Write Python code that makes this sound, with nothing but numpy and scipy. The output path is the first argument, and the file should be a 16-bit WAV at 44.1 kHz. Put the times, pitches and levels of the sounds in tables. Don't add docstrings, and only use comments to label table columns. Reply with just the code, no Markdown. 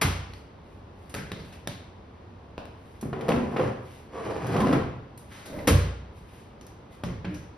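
import sys
import numpy as np
from scipy import signal
from scipy.fft import rfft, irfft, next_fast_len
from scipy.io import wavfile
from scipy.ndimage import uniform_filter1d, map_coordinates

SR = 44100
rng = np.random.default_rng(int(sys.argv[2]) if len(sys.argv) > 2 else 0)


def persist_wave(psi):
    counts = np.round(np.clip(psi, -1, 1) * 32767).astype(np.int16)
    wavfile.write(sys.argv[1], SR, np.atleast_2d(counts).T)


N = 333837

# t/s, level/dB, weight/dB, softness/dB, frame f/Hz, frame boost/dB, boom level/dB, tilt/dB per octave
SNAPS = [(0.0165, 16.5, -8, 6, 760, -2, -19.5, 2.2), (5.676, 16.3, 5.5, 1.5, 480, 3, -11, -1.4)]
# f/Hz, level/dB
CLATTER_TONE = [(30, -8.5), (80, 6), (170, 15), (280, 10.5), (500, 5), (750, 1.5), (1200, 3), (1870, 0.5),
                (4770, -6), (11800, -5.5), (13400, -15), (16000, -12)]
# f/Hz, level/dB, fade/s
BOOM_NOTES = [(62.8, -6, 0.85), (91.5, -1, 0.59), (123.7, 3, 0.17), (134, -6, 0.35), (172, -13.5, 0.14),
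              (270, -6.5, 0.16)]
METAL_SOFT_HZ = 6700

def chair_snaps(swell_s=0.0236, lag_s=0.019, rise_s=0.005, clatter_s=0.014):
    out, t = np.zeros((2, N)), np.arange(SR) / SR
    for s, db, weight_db, soft_db, frame_hz, frame_db, boom_db, tilt_db in SNAPS:
        force = grains(6000, 2, count=len(t)) * (1 - np.exp(-(t / rise_s) ** 2)) * np.exp(-t / clatter_s)
        blow = contact(CLATTER_TONE, weight_db, soft_db, METAL_SOFT_HZ)
        blow = resonate(blow, frame_hz, frame_db, sharpness=6)
        blow = frame_ring(blow, ring_db=-19)
        add(out, s - rise_s, amp(db) * in_room(blow, room_db=-1, force=force))
        notes = [(hz, note_db + tilt_db * np.log2(hz / 100), fade) for hz, note_db, fade in BOOM_NOTES]
        boom = ring(notes, t) * (1 - np.exp(-(t / swell_s) ** 2))
        add(out, s + lag_s, amp(boom_db) * boom)
    return out

# t/s, level/dB, f/Hz
SEAT_SLAPS = [(0.035, -22, 150), (0.0485, -14, 130), (0.0735, -18, 150), (0.102, -22, 170),
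              (5.7035, -15, 260), (5.7265, -15, 170), (5.7495, -9, 125)]

def seat_slaps(fade_cycles=1.1):
    out, t = np.zeros(N), np.arange(SR // 8) / SR
    for s, db, hz in SEAT_SLAPS:
        swell = 2 * (1 - np.exp(-2 * hz * t)) * np.exp(-hz * t / fade_cycles)
        add(out, s, amp(db) * swell * np.sin(2 * np.pi * hz * t))
    return in_room(out, room_db=-7, near_hz=50)

# t/s, level/dB, weight/dB, softness/dB,
# seat f/Hz, frame f/Hz, tube f/Hz, tube boost/dB, echo level/dB, rattle time/s
FRAME_HITS = [(0.335, -14, -3, 8, 175, 900, 4500, 3, 1, .003),
              (1.0941, -17, -2, -4, 151, 520, 9500, 0, 3, .009),
              (1.1411, -3.5, -3, 2, 200, 540, 1400, 9, -2, .002),
              (1.1481, -4, 2, -3, 200, 410, 1600, 5, 0, .002),
              (1.163, -7, 6, 10, 140, 860, 2240, 7, 3, .006),
              (1.183, -10, 6, 10, 200, 530, 1620, 11, 3, .006),
              (1.3172, -3, 5, 12, 180, 535, 3800, 4, 0, .003),
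              (1.393, -13, 8, 16, 150, 380, 4550, 5, 3, .008),
              (1.522, -14.5, 0, 3, 178, 540, 2600, 2, 2, .016),
              (1.6739, 2, 0, 4, 125, 260, 3800, -1, -3, .0011),
              (5.176, -21, 0.5, -14, 176, 540, 9500, 0, 1, .003),
              (5.455, -12, 1, -7, 270, 540, 3900, 0, 4, .01),
              (5.5871, -9, 3, 19, 275, 540, 2000, 3, 4, .005),
              (6.6112, -19, 2, 0, 269, 540, 5900, 0, 1, .002),
              (6.6662, -21, 1, -6, 250, 540, 5900, 0, 1, .003),
              (7.0364, -3, 10, 11, 178, 545, 1120, 4, 0, .003),
              (7.048, -12, 22, 8, 178, 560, 5950, 5, 4, .005),
              (7.085, -16, 22, 20, 110, 560, 2100, 4, 1, .005),
              (7.2462, -2.5, 5, 32, 178, 1600, 2400, 0, 1, .007),
              (7.3412, -15, 15, 0, 110, 1600, 5950, 6, 3, .009)]
# f/Hz, level/dB
CLACK_TONE = [(30, -3), (80, 16.5), (170, 14), (550, 6), (1000, 0.5), (1870, 1), (4770, -4), (11800, -7),
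              (13400, -19)]

def frame_hits(seat_db=3, frame_db=3):
    out = np.zeros((2, N))
    for s, db, weight_db, soft_db, seat_hz, frame_hz, tube_hz, tube_db, room_db, rattle_s in FRAME_HITS:
        blow = contact(CLACK_TONE, weight_db, soft_db, METAL_SOFT_HZ)
        blow = resonate(blow, seat_hz, seat_db, sharpness=8)
        blow = resonate(blow, frame_hz, frame_db, sharpness=13)
        blow = resonate(blow, tube_hz, tube_db, sharpness=7)
        blow = frame_ring(blow, ring_db=-18)
        add(out, s, amp(db) * in_room(blow, room_db, rattle(rattle_s, bounce_db=6)))
    return out

# f/Hz, relative level/dB, fade/s
TUBE_NOTES = [(423, -4, 0.39), (466, -5, 0.29), (577.7, 2.5, 0.24), (1005, 1, 0.25), (1076, -1, 0.26),
              (1262, 1, 0.23), (1405, -1, 0.26), (1606, -4, 0.3), (1945, 1, 0.22), (2070, 1, 0.25),
              (2680, -3, 0.16), (3140, -1.5, 0.32), (3780, 0, 0.082), (5380, 3, 0.13)]

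def frame_ring(blow, ring_db):
    tubes = ring(TUBE_NOTES, np.arange(SR // 2) / SR)
    answer = amp(ring_db) * tubes / np.linalg.norm(tubes)
    answer[0] += 1
    return signal.fftconvolve(blow, answer)

# t/s, level/dB, weight/dB, softness/dB, struck spot f/Hz, spot boost/dB, echo level/dB, rattle time/s
POD_HITS = [(2.6546, -14, -12, -2, 5000, 2, -2, .0015), (3.0111, -16, -8, -23, 165, 0, 1, .004),
            (3.0282, -6.5, 16, 22, 235, 7, 1, .005), (3.055, -16, 24, 30, 145, 14, 1, .006),
            (3.1295, 3, -2, 21, 390, 6, 1, .005), (3.172, -22, 17, 25, 135, 17, 1, .005),
            (3.2088, -2, -2, 6, 446, 10, 2, .005), (3.283, 2, 0, 4, 700, 5, 0, .002),
            (3.2885, 9.5, 1, 4, 468, 13, 1, .003), (3.301, 4, 3, 10, 700, 8, 0, .005),
            (3.307, -4, 11, 20, 252, 18, 0, .004), (3.319, 6, -5, 10, 2680, 3, 0, .003),
            (3.338, -1, 11, 18, 245, 15, 0, .005), (3.361, 1, 4, 14, 385, 11, 0, .003),
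            (3.376, -6, 10, 22, 240, 17, 0, .004), (3.402, -16, 16, 25, 135, 18, 0, .005),
            (3.563, 11, -5, 21, 400, 6, 1, .009), (3.596, 6, 0, 24, 512, 14, 0, .005),
            (3.606, -8, 19, 25, 120, 13, 0, .005), (3.647, 0, 3, 30, 505, 12, 0, .005),
            (3.672, -7, 0, 30, 390, 13, 1, .006), (4.4664, -12, -2, -16, 308, 4, 1, .004),
            (4.543, -7, 19, 25, 125, 13, 0, .005), (4.563, 7, -2, 7, 1200, 3, 1, .007),
            (4.6028, 5, -2, -1, 357, 4, 1, .008), (4.617, 1, 8, 14, 205, 13, 0, .003),
            (4.6694, 4, 10, 11, 285, 13, 0, .004), (4.693, 0, 12, 30, 512, 12, -1, .003),
            (4.727, 12, -2, 10, 1350, 3, 1, .006), (4.733, 0, 4, 25, 470, 13, 0, .005),
            (4.755, -4, 20, 30, 125, 12, -1, .004)]
# f/Hz, level/dB
KNOCK_TONE = [(30, -3), (80, 9), (190, 13.5), (500, 8.5), (1100, 3.5), (2500, -1.5), (4770, -10),
              (11800, -15), (13400, -28)]

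def pod_hits():
    out = np.zeros((2, N))
    for s, db, weight_db, soft_db, spot_hz, spot_db, room_db, rattle_s in POD_HITS:
        blow = contact(KNOCK_TONE, weight_db, soft_db, soft_hz=4700)
        blow = resonate(blow, spot_hz, spot_db, sharpness=14)
        blow = frame_ring(pod_shell(blow), ring_db=-20)
        add(out, s, amp(db) * in_room(blow, room_db, rattle(rattle_s, bounce_db=9)))
    return out

# start t/s, end t/s, first level/dB, last level/dB,
# judder over rub/dB, rasp over rub/dB, shell f/Hz, shell boost/dB, tube f/Hz, tube boost/dB
PULLS = [(3.10, 3.275, -44, -39.5, -2, -17, 445, 2, 750, -6),
         (3.27, 3.40, -32, -34, -3, -17, 480, 0, 980, -4),
         (3.40, 3.55, -41, -34, -3, -19, 470, 3, 1000, -5),
         (3.545, 3.64, -27, -31, -4, -13, 505, 0, 1200, 0),
         (4.08, 4.27, -39, -31.5, -3, -14, 455, 3, 1120, 2.5),
         (4.24, 4.46, -38, -33, -4, -13, 430, -2, 1100, -3),
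         (4.41, 4.54, -34, -30.5, 0, -16, 280, 1, 1300, -5),
         (4.52, 4.71, -30, -27.5, 2, -15, 100, 3, 1050, -6)]
# f/Hz, level/dB
JUDDER_TONE = [(25, -20), (60, 4), (120, 11), (240, 5), (340, 1), (700, -40)]
RUB_TONE = [(70, -25), (150, -5), (290, 5), (480, 5), (620, 1), (820, -1), (1100, -4.5), (1600, -9),
            (2600, -30), (6000, -58)]
RASP_TONE = [(700, -15), (1700, 2), (2700, -4), (4000, -12), (6000, -13.5), (11000, -20.5), (13500, -40),
             (16000, -37)]

def pod_scrapes():
    grip = amp(2 * wobble(35))
    judder = unit(pod_shell(coloured(grip * grains(130, 4.3), JUDDER_TONE)))
    rub = unit(pod_shell(coloured(grip * grains(350, 3), RUB_TONE)))
    rasp = coloured(grip * grains(1500, 2.3), RASP_TONE)
    out = np.zeros(N)
    for *move, judder_db, rasp_db, shell_hz, shell_db, tube_hz, tube_db in PULLS:
        scrape = stroke(*move, attack_s=0.09) * (rub + amp(judder_db) * judder + amp(rasp_db) * rasp)
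        scrape = resonate(scrape, shell_hz, shell_db, sharpness=14)
        out += resonate(scrape, tube_hz, tube_db, sharpness=9)
    return moving_in_room(out, room_db=0.5)

# f/Hz, width/Hz, level/dB
POD_NOTES = [(132, 26, -5), (165, 18, -8), (210, 26, -2), (275, 36, -4), (372, 22, 0), (447, 20, 1),
             (512, 18, 2.5), (675, 80, -5), (790, 70, -8), (1004, 60, -7), (1085, 50, -7)]

def pod_shell(x, plain=0.71):
    return filtered(x, lambda hz: plain + sum(
        amp(db) * resonance(hz, centre, width) for centre, width, db in POD_NOTES))

# t/s, length/s, first f/Hz, last f/Hz, level/dB
SQUEAKS = [(4.53, 0.11, 110, 205, -27), (4.61, 0.1, 195, 310, -25), (4.624, 0.04, 1000, 1005, -26.5),
           (7.245, 0.08, 185, 175, -29.5), (7.255, 0.15, 304, 299, -36.5)]

def squeaks(waver=0.015):
    out = np.zeros(N)
    for s, length_s, first_hz, last_hz, db in SQUEAKS:
        count = int(length_s * SR)
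        drift = unit(uniform_filter1d(rng.standard_normal(SR), size=200))[:count]
        pitch_hz = np.linspace(first_hz, last_hz, count) * (1 + waver * drift)
        phase = 2 * np.pi * np.cumsum(pitch_hz) / SR
        tone = unit(np.sin(phase) + 0.09 * np.sin(2 * phase))
        add(out, s, amp(db) * np.hanning(count) * tone)
    return in_room(out, room_db=-8, near_hz=110)

# f/Hz, relative level/dB, fade/s
TAP_NOTES = [(330, -8, 0.014), (640, 0, 0.013), (950, -1, 0.012), (1500, -6, 0.005), (2550, -3, 0.004),
             (3700, -14, 0.003)]

def woody_tap(at_s=2.5799, level_db=-22.5):
    out, t = np.zeros(N), np.arange(SR // 10) / SR
    knock = sum(amp(db - 60 * t / fade_s) * np.sin(2 * np.pi * hz * t) for hz, db, fade_s in TAP_NOTES)
    add(out, at_s, amp(level_db) * knock)
    return in_room(out, room_db=1.5)

# middle t/s, half length/s, level/dB
SWISHES = [(0.355, 0.057, -62.5), (0.717, 0.072, -68.5), (1.04, 0.073, -64.5), (1.47, 0.11, -60),
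           (2.907, 0.13, -64.5), (3.924, 0.095, -56), (5.37, 0.091, -57), (6.174, .035, -60.5),
           (6.35, 0.095, -58.5), (6.937, 0.029, -57), (7.366, 0.065, -60)]
# start t/s, end t/s, first level/dB, last level/dB
HINGE_PUSH = (5.29, 5.5, -44.5, -58)
GROAN_PUSH = (5.44, 5.61, -42.5, -34)
# f/Hz, level/dB
RUSTLE_TONE = [(500, -21), (2000, 9.5), (5000, 0), (8000, 1), (11500, -2.5), (13500, -11), (16000, -1.5)]
HINGE_TONE = [(600, -9), (1800, -5), (5500, -16), (9000, -18), (16000, -34)]
GROAN_TONE = [(60, 0), (180, 4), (350, 0), (560, 0.5), (800, -8), (1200, -16), (2000, -19), (3500, -33)]

def cloth_and_hinges():
    t = np.arange(N) / SR
    swishes = sum(amp(db) * np.exp(-((t - s) / half_s) ** 2) for s, half_s, db in SWISHES)
    rustle = swishes * coloured(grains(2700, 5.9), RUSTLE_TONE)
    groan = stroke(*GROAN_PUSH, attack_s=0.035) * coloured(grains(900, 3.5), GROAN_TONE)
    rub = stroke(*HINGE_PUSH, attack_s=0.035) * coloured(grains(1500, 2.2), HINGE_TONE)
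    return in_room(rustle + groan + rub, room_db=3.0)

# f/Hz, fade/s
ECHO_FADES = [(60, 1), (160, 0.47), (420, 0.58), (1100, 0.69), (2900, 0.69), (5500, 0.59), (8000, 0.49),
              (12000, 0.33), (16000, 0.48)]

def in_room(x, room_db, force=(1.,), near_hz=260):
    hz, t, noise = signal.stft(diffuse(SR), SR, nperseg=256)
    fade = amp(-60 * t / along(ECHO_FADES, hz)[:, None])
    echo = signal.istft(noise * fade, SR, nperseg=256)[1]
    force = np.pad(force, (0, echo.shape[1] - len(force))) / np.linalg.norm(force)
    echo *= np.sqrt(np.cumsum(force ** 2))
    direct = signal.lfilter(*signal.butter(1, near_hz, "high", fs=SR), force)
    answer = direct + amp(room_db) * echo / np.linalg.norm(echo[0])
    return signal.fftconvolve(x[None], answer / np.linalg.norm(answer[0]), axes=1)[:, :N]

def moving_in_room(x, room_db):
    out, hop = np.zeros((2, N)), SR // 4
    for start in range(0, N - 2 * hop, hop):
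        part = x[start:start + 2 * hop] * np.hanning(2 * hop)
        if np.abs(part).max() > 1e-5:
            add(out, start / SR, in_room(np.pad(part, (0, SR)), room_db))
    return out

# f/Hz, level/dB
RUMBLE_TONE = [(22, -31), (45, -9.5), (88, -2.5), (140, -11), (230, -12), (490, -15.5), (650, -19),
               (1000, -19), (1400, -27), (2200, -32.5), (3500, -37), (5500, -45.5), (8000, -52.5),
               (16000, -68.5)]

def room_rumble(level_db=-47.5):
    return amp(level_db) * coloured(diffuse(N), RUMBLE_TONE)

# f/Hz, likeness (1 = the same)
LIKENESS = [(150, 0.97), (260, 0.93), (500, 0.58), (1000, 0.092), (2300, 0.44), (3600, 0.18), (4700, 0.58),
            (5900, 0.2), (7000, 1), (8000, 0.99), (9300, 0.36), (10500, .99), (16000, 1)]

def diffuse(count):
    turn = lambda hz: np.arccos(np.clip(along(LIKENESS, hz), -1, 1)) / 2
    shares = lambda hz: np.array([np.cos(turn(hz)), np.sin(turn(hz))])
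    mid, side = filtered(rng.standard_normal((2, count)), shares)
    return np.array([mid + side, mid - side])

def contact(tone, weight_db, soft_db, soft_hz, weight_hz=450, steepness=2.6):
    hz = np.geomspace(20, SR / 2, 120)
    bass = weight_db / (1 + (hz / weight_hz) ** 2)
    treble_loss = soft_db / (1 + (soft_hz / hz) ** steepness)
    return pulse(np.transpose([hz, along(tone, hz) + bass - treble_loss]))

def rattle(rattle_s, bounce_db, push_hz=700, rise_share=0.4, loose_s=0.005):
    t = np.arange(SR // 10) / SR
    swell = (1 - np.exp(-t / (rise_share * rattle_s))) * np.exp(-t / rattle_s)
    bounces = grains(7000, 3.5, count=len(t)) * swell
    bounces = signal.lfilter(*signal.butter(2, push_hz, "high", fs=SR), bounces)
    push = t * np.exp(-4 * np.pi * push_hz * t)
    click = np.exp(-rattle_s / loose_s)
    force = amp(bounce_db) * bounces / (np.linalg.norm(bounces) + 1e-9)
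    force += (0.68 * amp(bounce_db) + 1 - click) * push / push.sum()
    force[0] += click
    return force

def stroke(start_s, end_s, first_db, last_db, attack_s, release_s=0.05):
    t = np.arange(N) / SR
    rise = np.clip((t - start_s) / min(attack_s, (end_s - start_s) / 2), 0, 1)
    release = np.exp(-np.maximum(t - end_s, 0) / release_s)
    level = amp(np.interp(t, [start_s, end_s], [first_db, last_db]))
    return np.sin(np.pi / 2 * rise) ** 2 * release * level

def grains(per_second, spread_db, count=N):
    chance, sign, size = rng.random(count), rng.standard_normal(count), rng.standard_normal(count)
    return (chance < per_second / SR) * np.sign(sign) * amp(spread_db * np.clip(size, -2, 2))

def ring(notes, t):
    return sum(amp(db + rng.normal(0, 0.57) - 60 * t / fade_s) * np.sin(2 * np.pi * (hz * t + rng.random()))
               for hz, db, fade_s in notes)

def resonate(x, note_hz, boost_db, sharpness):
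    return filtered(x, lambda hz: 1 + amp(boost_db) * resonance(hz, note_hz, note_hz / sharpness))

def resonance(hz, centre, width):
    return 1j * hz * width / (centre ** 2 - hz ** 2 + 1j * hz * width)

def pulse(tone, size=8192):
    cepstrum = irfft(np.log(amp(along(tone, np.fft.rfftfreq(size, 1 / SR)))))
    cepstrum[1:size // 2] *= 2
    cepstrum[size // 2 + 1:] = 0
    return irfft(np.exp(rfft(cepstrum)))

def wobble(per_second):
    points = rng.standard_normal(int(N * per_second / SR) + 4)
    return map_coordinates(points, [np.arange(N) * per_second / SR])

def coloured(x, tone):
    return unit(filtered(x, lambda hz: amp(along(tone, hz))))

def filtered(x, response):
    n = x.shape[-1]
    padded = next_fast_len(n + SR // 4)
    return irfft(rfft(x, padded) * response(np.fft.rfftfreq(padded, 1 / SR)), padded)[..., :n]

def along(points, hz):
    row_hz, values = np.transpose(points)
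    return np.interp(np.log(hz + 1), np.log(row_hz + 1), values)

def add(track, s, sound):
    start = max(round(s * SR), 0)
    part = sound[..., :N - start]
    track[..., start:start + part.shape[-1]] += part

def amp(db):
    return np.exp(np.asarray(db) * (np.log(10) / 20))

def unit(x):
    return x / np.sqrt(np.mean(x ** 2) + 1e-20)

def scene():
    rumble = room_rumble()
    return (chair_snaps() + seat_slaps() + woody_tap() + frame_hits()
            + pod_hits() + pod_scrapes() + squeaks() + cloth_and_hinges() + rumble)

# f/Hz, lead/radians
LEFT_LEAD = [(1500, 0), (3200, .6), (5400, 0), (6100, -2), (7000, -3.14), (7900, -3.2), (9200, -4.6),
             (10500, -6.25), (11500, -6.3), (12500, -6.9), (13300, -9.2), (16000, -9.5)]

def record(dry, top_hz=15900):
    left_louder_db = [(250, -0.66), (600, 0.97), (1000, -0.25), (2500, 1.78), (5000, 1.9), (7000, 0.74)]
    left = lambda hz: amp(along(left_louder_db, hz) / 2) * np.exp(.5j * along(LEFT_LEAD, hz))
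    return filtered(dry, lambda hz: np.array([left(hz), 1 / left(hz)]) * (hz < top_hz))

dry = scene()
out = record(dry)
persist_wave(out)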